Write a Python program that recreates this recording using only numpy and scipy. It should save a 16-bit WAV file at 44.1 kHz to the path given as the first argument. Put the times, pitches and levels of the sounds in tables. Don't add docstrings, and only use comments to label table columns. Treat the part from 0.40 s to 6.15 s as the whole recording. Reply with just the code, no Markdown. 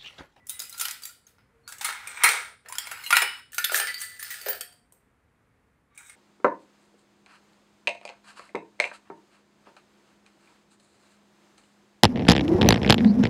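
import sys
import numpy as np
from scipy import signal
from scipy.fft import rfft, irfft, next_fast_len
from scipy.io import wavfile
from scipy.ndimage import uniform_filter1d, minimum_filter1d

SR = 44100
rng = np.random.default_rng(int(sys.argv[2]) if len(sys.argv) > 2 else 0)


def master_out(mix):
    frames = np.transpose(np.atleast_2d(mix))
    ceiling = np.clip(frames, -1, 1)
    pcm = np.round(ceiling * 32767).astype(np.int16)
    wavfile.write(sys.argv[1], SR, pcm)


N = 253795
t = np.arange(N) / SR

# (start_s, level_db, thud_db, body_db, sheen_db, chatter_t60_s,
#  low_note_hz, low_note_db, high_note_hz, high_note_db, trembling_db)
HITS = [(0.055, -67, -23, -21, -4, 0.018, 1970, -17, 6900, -19, -12),
        (0.068, -33, -45, -42, -4.5, 0.03, 1950, -24.5, 7100, -17, -15.5),
        (0.087, -34, -46, -33, -10, 0.046, 3600, -22.5, 10700, -6, -26),
        (0.094, -18, -54, -30.5, -9, 0.024, 3700, -22, 9880, -9.5, -15.5),
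        (0.101, -20.5, -46, -27, -10, 0.032, 3110, -33.5, 9100, -11.5, -13),
        (0.193, -17, -36.5, -23, -7.5, 0.016, 3530, -22.5, 6650, -11, -17.5),
        (0.2, -17, -30.5, -23.5, -11.5, 0.019, 3870, -17.5, 5060, -11.5, -12.5),
        (0.218, -29, -33, -17, -4, 0.043, 1360, -26, 10860, -8, -19),
        (0.252, -35, -35.5, -31, -4, 0.025, 2520, -15, 12300, -18, -11),
        (0.295, -37, -39, -39, 1, 0.037, 2070, -20.5, 13100, -8, -28),
        (0.326, -29.5, -29, -24, -8.5, 0.024, 2110, -25.5, 4100, -8, -8.5),
        (0.343, -33, -34, -14.5, -28, 0.065, 1360, -21, 4900, -13, -14),
        (0.377, -32.5, -36, -23, -5.5, 0.11, 1400, -17, 9870, -20, -9.5),
        (0.396, -18.5, -46.5, -23, -13.5, 0.11, 3530, -23.5, 7140, -14.5, -16.5),
        (0.41, -18, -36, -20, -9, 0.07, 1336, -18.5, 9000, -13, -6.5),
        (0.452, -15.5, -36.5, -13, -12.5, 0.039, 3040, -14, 11640, -13, -23),
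        (0.483, -19, -40, -10.5, -9, 0.018, 1990, -14.5, 5500, -16, -11.5),
        (0.509, -24.5, -51, -17, -5.5, 0.038, 1980, -21, 7210, -10, -23),
        (0.62, -31, -41, -24, -13, 0.059, 1325, -25, 8080, -23, -2),
        (0.634, -19.5, -45, -36, -16, 0.032, 1340, -35, 4660, -14.5, -22),
        (0.653, -24, -53, -19, -3, 0.021, 1880, -21, 12430, -7.5, -15),
        (0.692, -41, -37, -17, -12, 0.031, 1410, -11, 11700, -18.5, -7),
        (0.867, -42.5, -29.5, -22, -14.5, 0.033, 1400, -26, 6460, -5, -1),
        (0.983, -49, -16.5, -4.5, -19, 0.012, 1410, -7, 5310, -15.5, -11),
        (1.277, -25, -49, -19, -8, 0.014, 1450, -15, 4550, -6.5, -6),
        (1.322, -28, -34, -13, -7.5, 0.043, 1640, -20, 7820, -24, -17),
        (1.382, -39, -21.5, -25, -4, 0.043, 2880, -15, 7360, -11.5, -11),
        (1.41, -25.5, -31.5, -9.5, -9, 0.11, 3680, -15.5, 3670, -29, -8),
        (1.445, -10.5, -39, -16, -13, 0.045, 2230, -12.5, 9430, -10, -5.5),
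        (1.488, -18, -27.5, -1, -14, 0.014, 2250, -16.5, 4200, -12.5, -15),
        (1.672, -18.5, -34.5, -25, -18, 0.04, 2380, -15, 9100, -12, -10),
        (1.772, -22.5, -32, -15, -29, 0.071, 2290, -12, 8350, -16, -14),
        (1.835, 3, -36.5, -15, -14, 0.046, 2100, -22, 9500, -11.5, -6.5),
        (1.889, 5, -24, -15, -19, 0.012, 2230, -19.5, 8630, -17, -16),
        (2.259, -45.5, -19, -2, -16, 0.042, 1790, -6.5, 4250, -14, -18),
        (2.285, -34, -32, -18.5, -5.5, 0.046, 1867, -14, 10600, -16, -14),
        (2.298, -30.5, -29, -34, -22, 0.064, 988, -13, 9700, -26, -16),
        (2.323, -22, -51, -16.5, -12, 0.029, 1033, -14.5, 9640, -9.5, -14.5),
        (2.353, -26, -36, -11.5, -8, 0.021, 1430, -11, 5120, -10, -15),
        (2.383, -10, -43.5, -22, -10.5, 0.024, 3270, -16, 7250, -15.5, -44),
        (2.453, -36, -24, -25, -26, 0.051, 2170, -14.5, 5150, -14, -12.5),
        (2.47, -21.5, -26, -15, -15, 0.033, 2220, -17.5, 4090, -19, -16),
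        (2.513, -26, -24, -10, -12, 0.08, 2050, -23.5, 11240, -14.5, -14),
        (2.574, -33, -31.5, -8, -27.5, 0.03, 1500, -9, 4160, -16, -25),
        (2.638, -35.5, -35, -23, -7, 0.11, 2134, -8.5, 4260, -4, -11.5),
        (2.662, -20, -47.5, -27, -22.5, 0.085, 2850, -11.5, 4100, -16, -21),
        (2.705, -8, -45, -10.5, -12, 0.032, 1210, -12.5, 5070, -24, -12),
        (2.726, -5.5, -43, -1.5, -11.5, 0.021, 1393, -2.5, 10720, -11, -20),
        (2.755, -13.5, -29, -19, -8, 0.028, 1330, -19.5, 4040, -7.5, -15),
        (2.767, 1.5, -43, -14.5, -17.5, 0.036, 1910, -16.5, 8920, -24, -16),
        (2.788, -21, -23, -14, -31, 0.016, 1930, -22.5, 4730, -11, -14.5),
        (2.818, -9, -19.5, -10.5, -16, 0.056, 2060, -21, 9630, -15, -18),
        (3.119, -44, -39, -20, -7, 0.06, 2860, -12, 7150, -16, -15),
        (3.131, -27, -38, -18, -14, 0.014, 1740, -12, 8400, -9, -8.5),
        (3.144, -37.5, -33.5, -11, 4.5, 0.025, 1490, -7.5, 12100, -6, -12),
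        (3.181, -18, -33.5, -6, -4, 0.034, 1438, -7, 6220, -8, -15.5),
        (3.242, -6, -42.5, -18.5, -14.5, 0.036, 3470, -14.5, 3674, -14, -24.5),
        (3.295, -15.5, -29, -12, -39, 0.028, 1460, -13.5, 3600, -22.5, -10),
        (3.319, -7, -21.5, -30, -20, 0.032, 1330, -29, 8260, -21, -14),
        (3.344, -8, -17, -7.5, -11.5, 0.012, 1710, -3.5, 12500, -11, -10),
        (3.398, -14.5, -15, -4.5, -15, 0.027, 1840, -26, 4100, -27, -12),
        (3.47, -19.5, -49, -9.5, -13, 0.024, 1690, -10.5, 9160, -16, -6.5),
        (3.542, -20.5, -45, -14, -9, 0.013, 1980, -14, 5150, -24, -21),
        (3.579, -24, -43.5, -22, -13.5, 0.013, 2060, -17, 4870, -10.5, -2.5),
        (3.603, -28, -50, -21, -5, 0.033, 1680, -23, 6450, -4, -23),
        (3.614, -20.5, -53, -18.5, -10, 0.035, 1990, -25, 10000, -8, -6),
        (3.794, -30, -52, -20, -14.5, 0.11, 1730, -12, 9500, -9, -3),
        (3.827, -18, -54, -17, -10, 0.017, 2020, -17.5, 11900, -6, -15),
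        (3.904, -25, -45, -21.5, -14, 0.11, 1930, -11.5, 14300, -11, 0.5),
        (3.94, -28, -44, -25, -16, 0.039, 1740, -8.5, 12100, -13, -11),
        (4.013, -31, -23.5, -30, -8, 0.041, 1970, -16, 4580, -10, -14),
        (4.06, -19, -25, -17, -23, 0.047, 1850, -20, 13500, -11.5, -2),
        (4.084, -21.5, -9, -15, -7.5, 0.038, 1577, -11, 11800, -24, -13.5),
        (4.104, -25.5, -27, -28, -15, 0.031, 1810, -7, 11900, -16, -16),
        (4.129, -21, -9.5, -12.5, -12, 0.018, 1640, -14.5, 13700, -9, -12.5),
        (4.208, -12.5, -35, -25.5, -16.5, 0.039, 3250, -28, 4580, -25.5, -30),
        (4.23, -35.5, -29, -29, -36, 0.07, 1880, -19, 12000, -12, -11),
        (4.324, -40.5, -39.5, -22, -15, 0.031, 3190, -22, 4690, -12, -17),
        (4.522, -43.5, -12.5, -29, -9.5, 0.026, 1030, -26, 8370, -6.5, -12.5),
        (5.548, -59, -22.5, -10.5, 0, 0.025, 2400, -8, 7975, -16, -3),
        (5.576, -31, -48, -23, -11.5, 0.023, 2350, -11, 9460, -5.5, -5),
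        (5.696, -35, -40, -15, -15, 0.04, 2155, -12, 9140, -7.5, -14)]

# (pitch_hz, level_db, t60_s)
SPOONS = [(1375, -16, 0.19), (2030, -20, 0.079), (2790, -16, 0.12), (2935, -3, 0.24), (3320, -9, .05),
          (3830, -5, 0.093), (4450, -11.5, 0.025), (4870, -2.5, 0.065), (5300, 0, 0.016), (7340, -2, 0.12),
          (7870, -6, 0.081), (9100, -5, 0.051), (11300, -10, 0.051), (11470, -12.5, .05),
          (15080, -8, 0.033)]
TURNER = [(1425, -16.5, 0.011), (1680, -12, 0.023), (2253, -13, 0.045), (2390, -7.5, 0.0037),
          (3820, -6, 0.03), (4300, -8.5, 0.013), (7710, -19.5, .008), (8200, -3, 0.019), (8740, -13, 0.008)]
LADLE = [(1773, -15, 0.15), (3150, -15, 0.031), (4646, -11, 0.028), (5090, -11.5, 0.056), (6400, -59, 0.09),
         (7600, -56, 0.06), (8920, -19, 0.025), (8720, -6, 0.022), (9020, -11.5, 0.072),
         (11900, -22, 0.037), (11900, -8, 0.0308), (13900, -30, .04), (14620, -36, 0.037),
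         (15290, -13, .04)]

# (start_s, end_s, modes of the piece)
IN_HAND = [(0, 1.1, SPOONS), (1.1, 2.24, TURNER), (2.24, 3.1, SPOONS), (3.1, 5, LADLE), (5, 6, TURNER)]

# (low_body_db against body, edge_db against the mean of body and sheen, air_db against sheen,
#  contact_ring_db against the burst, rattle_ring_db against the rattle)
TONE = [(-6, 1, -1.5, -34.5, -17), (-5.5, -1.5, -4, -24, -9), (-4.5, -4, -1.5, -19.5, -10.5),
        (-12.5, 0, 0, -9.5, -5), (-9, -3, -7, -28.5, -7)]


def undb(db):
    return 10 ** (np.asarray(db, float) / 20)


def unit(x):
    return x / np.sqrt(np.mean(x ** 2))


def smoothed(x, size):
    return uniform_filter1d(uniform_filter1d(x, size=size), size=size)


def fade(s, t60):
    return np.exp(-np.log(1000) * s / max(t60, .003))


def band(x, lo_hz, hi_hz):
    return signal.sosfilt(signal.butter(3, [lo_hz, hi_hz], "bandpass", fs=SR, output="sos"), x)


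def piece_at(at):
    return np.searchsorted([end_s for _, end_s, _ in IN_HAND], at)


def colour(at, thud_db, body_db, sheen_db):
    low_body_db, edge_db, air_db = TONE[piece_at(at)][:3]
    middle_db = (body_db + sheen_db) / 2
    return undb([thud_db, body_db + low_body_db, body_db, middle_db + edge_db, sheen_db, sheen_db + air_db])


def ticks(rate, scatter_db, smooth):
    # (from_hz, to_hz)
    tick_bands = [(390, 830), (830, 1250), (1250, 2600), (3100, 6000), (6000, 10000), (10000, 16500)]
    chance = rng.random(N)
    size = np.minimum(rng.exponential(size=N), 3.)
    sign = rng.standard_normal(N)
    touches = unit((chance < rate / SR) * undb(scatter_db * size) * sign)
    x = touches + smooth * rng.standard_normal(N)
    return np.array([unit(band(x, lo_hz, hi_hz)) for lo_hz, hi_hz in tick_bands])


def hits(rise_s=0.002, split=0.025, crack_db=-7.0, crack_t60=0.0013, note_lasts=1.3):
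    s = t[:SR // 3]
    grain = np.pad(ticks(rate=6000, scatter_db=2.5, smooth=.8), ((0, 0), (0, len(s))))
    sound, force = np.zeros(N + len(s)), np.zeros(N + len(s))
    spread = 1 + split * rng.standard_normal((len(HITS), 2, 3, 1))
    for hit, neighbours in zip(HITS, spread):
        at, db, *colour_db, t60, low_hz, low_db, high_hz, high_db, _ = hit
        i = int(at * SR)
        rise = undb(db) * np.minimum(s / rise_s, 1)
        shape = fade(s, t60) + undb(crack_db) * fade(s, crack_t60)
        burst = rise * shape * (colour(at, *colour_db) @ grain[:, i:i + len(s)])
        pair = []
        for hz, ratios in zip((low_hz, high_hz), neighbours):
            beating = np.sin(2 * np.pi * hz * ratios * s).sum(axis=0)
            pair.append(np.sin(2 * np.pi * hz * s) + 0.45 * beating)
        notes = undb([low_db, high_db]) @ pair
        sound[i:i + len(s)] += burst + rise * fade(s, note_lasts * t60) * notes
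        contact_ring_db = TONE[piece_at(at)][3]
        force[i:i + len(s)] += burst * undb(contact_ring_db)
    return sound[:N], force[:N]


def mode(x, hz, t60):
    r = fade(1 / SR, t60)
    turn = np.exp(2j * np.pi * np.cumsum(hz) / SR)
    ringing = turn * signal.lfilter([1], [1, -r], x / turn)
    return np.sqrt(2 * (1 - r * r)) * ringing.imag


def ring(force, scatter_db=7.0, shift=0.006):
    contact_number = np.searchsorted([row[0] for row in HITS], t)
    out = np.zeros(N)
    for start_s, end_s, piece in IN_HAND:
        a, b = int(start_s * SR), int((end_s + .4) * SR)
        push = (force * (t < end_s))[a:b]
        for hz, db, t60 in piece:
            draws = rng.standard_normal((len(HITS) + 1, 2))
            level_draw, pitch_draw = draws[contact_number[a:b]].T
            out[a:b] += mode(push * undb(db + scatter_db * level_draw), hz * (1 + shift * pitch_draw), t60)
    return out


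def rattle(lag_s=0.0045, jolt_t60_s=0.27):
    # (time_s, sheen_db, body_db, thud_db)
    slides = [
        [(0.06, -89, -75, -87), (0.13, -84, -59, -83), (0.242, -71.5, -60.5, -74), (0.348, -48.5, -65, -76),
         (0.542, -55, -56.5, -75), (0.716, -69, -76.5, -69), (0.8, -86, -82, -80)],
        [(1.27, -81, -63, -71.5), (1.33, -75.5, -72, -72), (1.446, -55, -49, -71), (1.498, -54, -40, -67),
         (1.626, -57.5, -46.5, -67.5), (1.78, -52.5, -47.5, -64.5), (1.83, -47, -30.5, -62)],
        [(1.84, -56, -42, -65), (1.906, -53, -39, -61), (1.958, -42.5, -33, -53), (2.084, -56.5, -49, -63),
         (2.15, -74.5, -60, -65)],
        [(2.25, -70.5, -59.5, -53.5), (2.336, -67.5, -55, -68.5), (2.464, -49.5, -48.5, -86),
         (2.574, -52, -47, -74), (2.7, -46, -49.5, -68)],
        [(2.71, -48.5, -56, -64), (2.812, -46, -32, -65), (2.948, -57, -47.5, -73.5), (3.0, -58.5, -50, -89)],
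        [(3.12, -61, -68, -77), (3.214, -61, -72.5, -86), (3.306, -46, -43, -65), (3.364, -22, -48, -62.5),
         (3.494, -63, -44.5, -62), (3.612, -50, -60.5, -75), (3.78, -56.5, -60.5, -76)],
        [(3.79, -49, -67.5, -76), (3.852, -46, -47.5, -71), (4.012, -47.5, -50, -62), (4.1, -46, -49, -59),
         (4.19, -61, -65, -67), (4.26, -69, -71, -71), (4.35, -83, -86, -66)],
        [(5.5, -92, -83, -84), (5.604, -81, -55.5, -84), (5.668, -51, -66, -83), (5.722, -62, -60, -81),
         (5.75, -72, -62, -75)],
    ]
    s = t[:SR // 2]
    grain = ticks(rate=1800, scatter_db=1.3, smooth=0.93)
    power = np.zeros((len(grain), N + SR))
    for rows in slides:
        at, sheen_db, body_db, thud_db = np.transpose(rows)
        curves = [np.interp(t, at, db) for db in (thud_db, body_db, sheen_db)]
        moving = (t > at[0]) & (t < at[-1])
        power[:, :N] += moving * colour(at[0], *curves) ** 2
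    for at, db, thud_db, body_db, sheen_db, *_, trembling_db in HITS:
        i = int((at + lag_s) * SR)
        trembling = undb(db + trembling_db) * fade(s, jolt_t60_s)
        power[:, i:i + len(s)] += np.outer(colour(at, thud_db, body_db, sheen_db), trembling) ** 2
    sound = (np.sqrt(power[:, :N]) * grain).sum(axis=0)
    rattle_ring_db = np.array(TONE)[piece_at(t), 4]
    return sound, sound * undb(rattle_ring_db)


def singing(flutter_db_per_khz=.5):
    # (start_s, pitch_hz, level_db, rise_s, t60_s)
    lasting_rings = [(0, 1976, -57.5, 0.0032, 0.12), (.1, 2020, -49, .03, .5),
                     (.3, 1370, -48.5, 0.033, 0.8), (.66, 4300, -62, .02, 0.79),
                     (1.132, 460, -56.5, 0.023, 0.6), (1.23, 4320, -63, 0.015, 0.62),
                     (3.245, 3470, -56, .004, 0.13), (3.475, 1986, -28, 0.0045, 0.27),
                     (3.615, 1986, -40.5, 0.0054, 0.83), (4.064, 554, -21, 0.001, 0.043),
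                     (4.066, 419.4, -38, 0.0021, 0.13), (4.068, 715, -47.5, 0.015, 0.69),
                     (4.086, 11830, -24, 0.011, 0.16), (4.086, 13740, -22, 0.018, 0.14),
                     (4.086, 15200, -28, 0.014, 0.15), (5.51, 1160, -56.5, 0.016, 0.19)]
    out, s = np.zeros(N + SR), t[:SR]
    for at, hz, db, rise_s, t60 in lasting_rings:
        i = int(at * SR)
        flutter = unit(smoothed(rng.standard_normal(SR), SR // 100))
        level = undb(db + flutter_db_per_khz * hz / 1000 * flutter)
        envelope = (1 - np.exp(-s / rise_s)) * fade(s, t60)
        out[i:i + SR] += level * envelope * np.sin(2 * np.pi * hz * s)
    return out[:N]


def room(x, gap_s=0.0016, build_s=0.0018):
    # (centre_hz, t60_s, level_db)
    echo_bands = [(390, 0.17, 4), (1140, 0.15, -5.5), (1880, 0.33, 2), (4100, 0.41, -2),
                  (6500, 0.21, -10.5), (8700, 0.41, -4.5), (11800, 0.18, 0), (14700, .18, -2.5)]
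    reach = (1.5, 1.45, 1.4, 1.3, 1.22, 1.18, 1.14, 1.12)
    s = t[:int(.7 * SR)]
    onset = np.clip((s - gap_s) / build_s, 0, 1)
    tail = 0
    for (hz, t60, db), wide in zip(echo_bands, reach):
        echoes = band(rng.standard_normal(len(s)), hz / wide, hz * wide)
        tail = tail + undb(db) * fade(s, t60) * echoes / np.sqrt(t60)
    return signal.fftconvolve(x, onset * tail / np.sqrt(np.sum(tail ** 2)))[:N]


def hum(level_db=-66.5, waver_db=1.):
    # (frequency_hz, density_db per Hz)
    hum_shape = [(25, -32.5), (40, -10), (60, -4), (110, -4.5), (170, -10), (250, -8), (350, -16.5),
                 (450, -12.5), (600, -18.5), (1400, -18.5), (2200, -22.5), (3000, -31.5), (5500, -39.5),
                 (9000, -38), (13000, -44), (16000, -52)]
    hz, db = np.transpose(hum_shape)
    size = next_fast_len(N)
    f = np.maximum(np.arange(size // 2 + 1) * SR / size, 1)
    gain = undb(np.interp(np.log(f), np.log(hz), db))
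    x = irfft(rfft(rng.standard_normal(size)) * gain, size)[:N]
    waver = unit(smoothed(rng.standard_normal(N), SR // 5))
    return unit(x) * undb(level_db + waver_db * waver)


def scene(rattle_db=-6, room_db=-6, low_hz=380):
    blows, push = hits()
    scrape, rub = undb(rattle_db) * np.array(rattle())
    steel = blows + scrape + ring(push + rub) + singing()
    steel = signal.sosfilt(signal.butter(4, low_hz, "highpass", fs=SR, output="sos"), steel)
    return (steel + undb(room_db) * room(steel) + hum())[None]


def record(dry, ceiling=.86, shelf_hz=15550, top_hz=16700):
    gain = minimum_filter1d(ceiling / np.maximum(np.abs(dry), ceiling), size=257)
    held = dry * uniform_filter1d(gain, size=129)
    shelf = signal.ellip(6, .2, 28, shelf_hz, fs=SR, output="sos")
    cut = signal.ellip(8, .2, 70, top_hz, fs=SR, output="sos")
    return signal.sosfilt(cut, signal.sosfilt(shelf, held))


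dry = scene()
out = record(dry)
master_out(out)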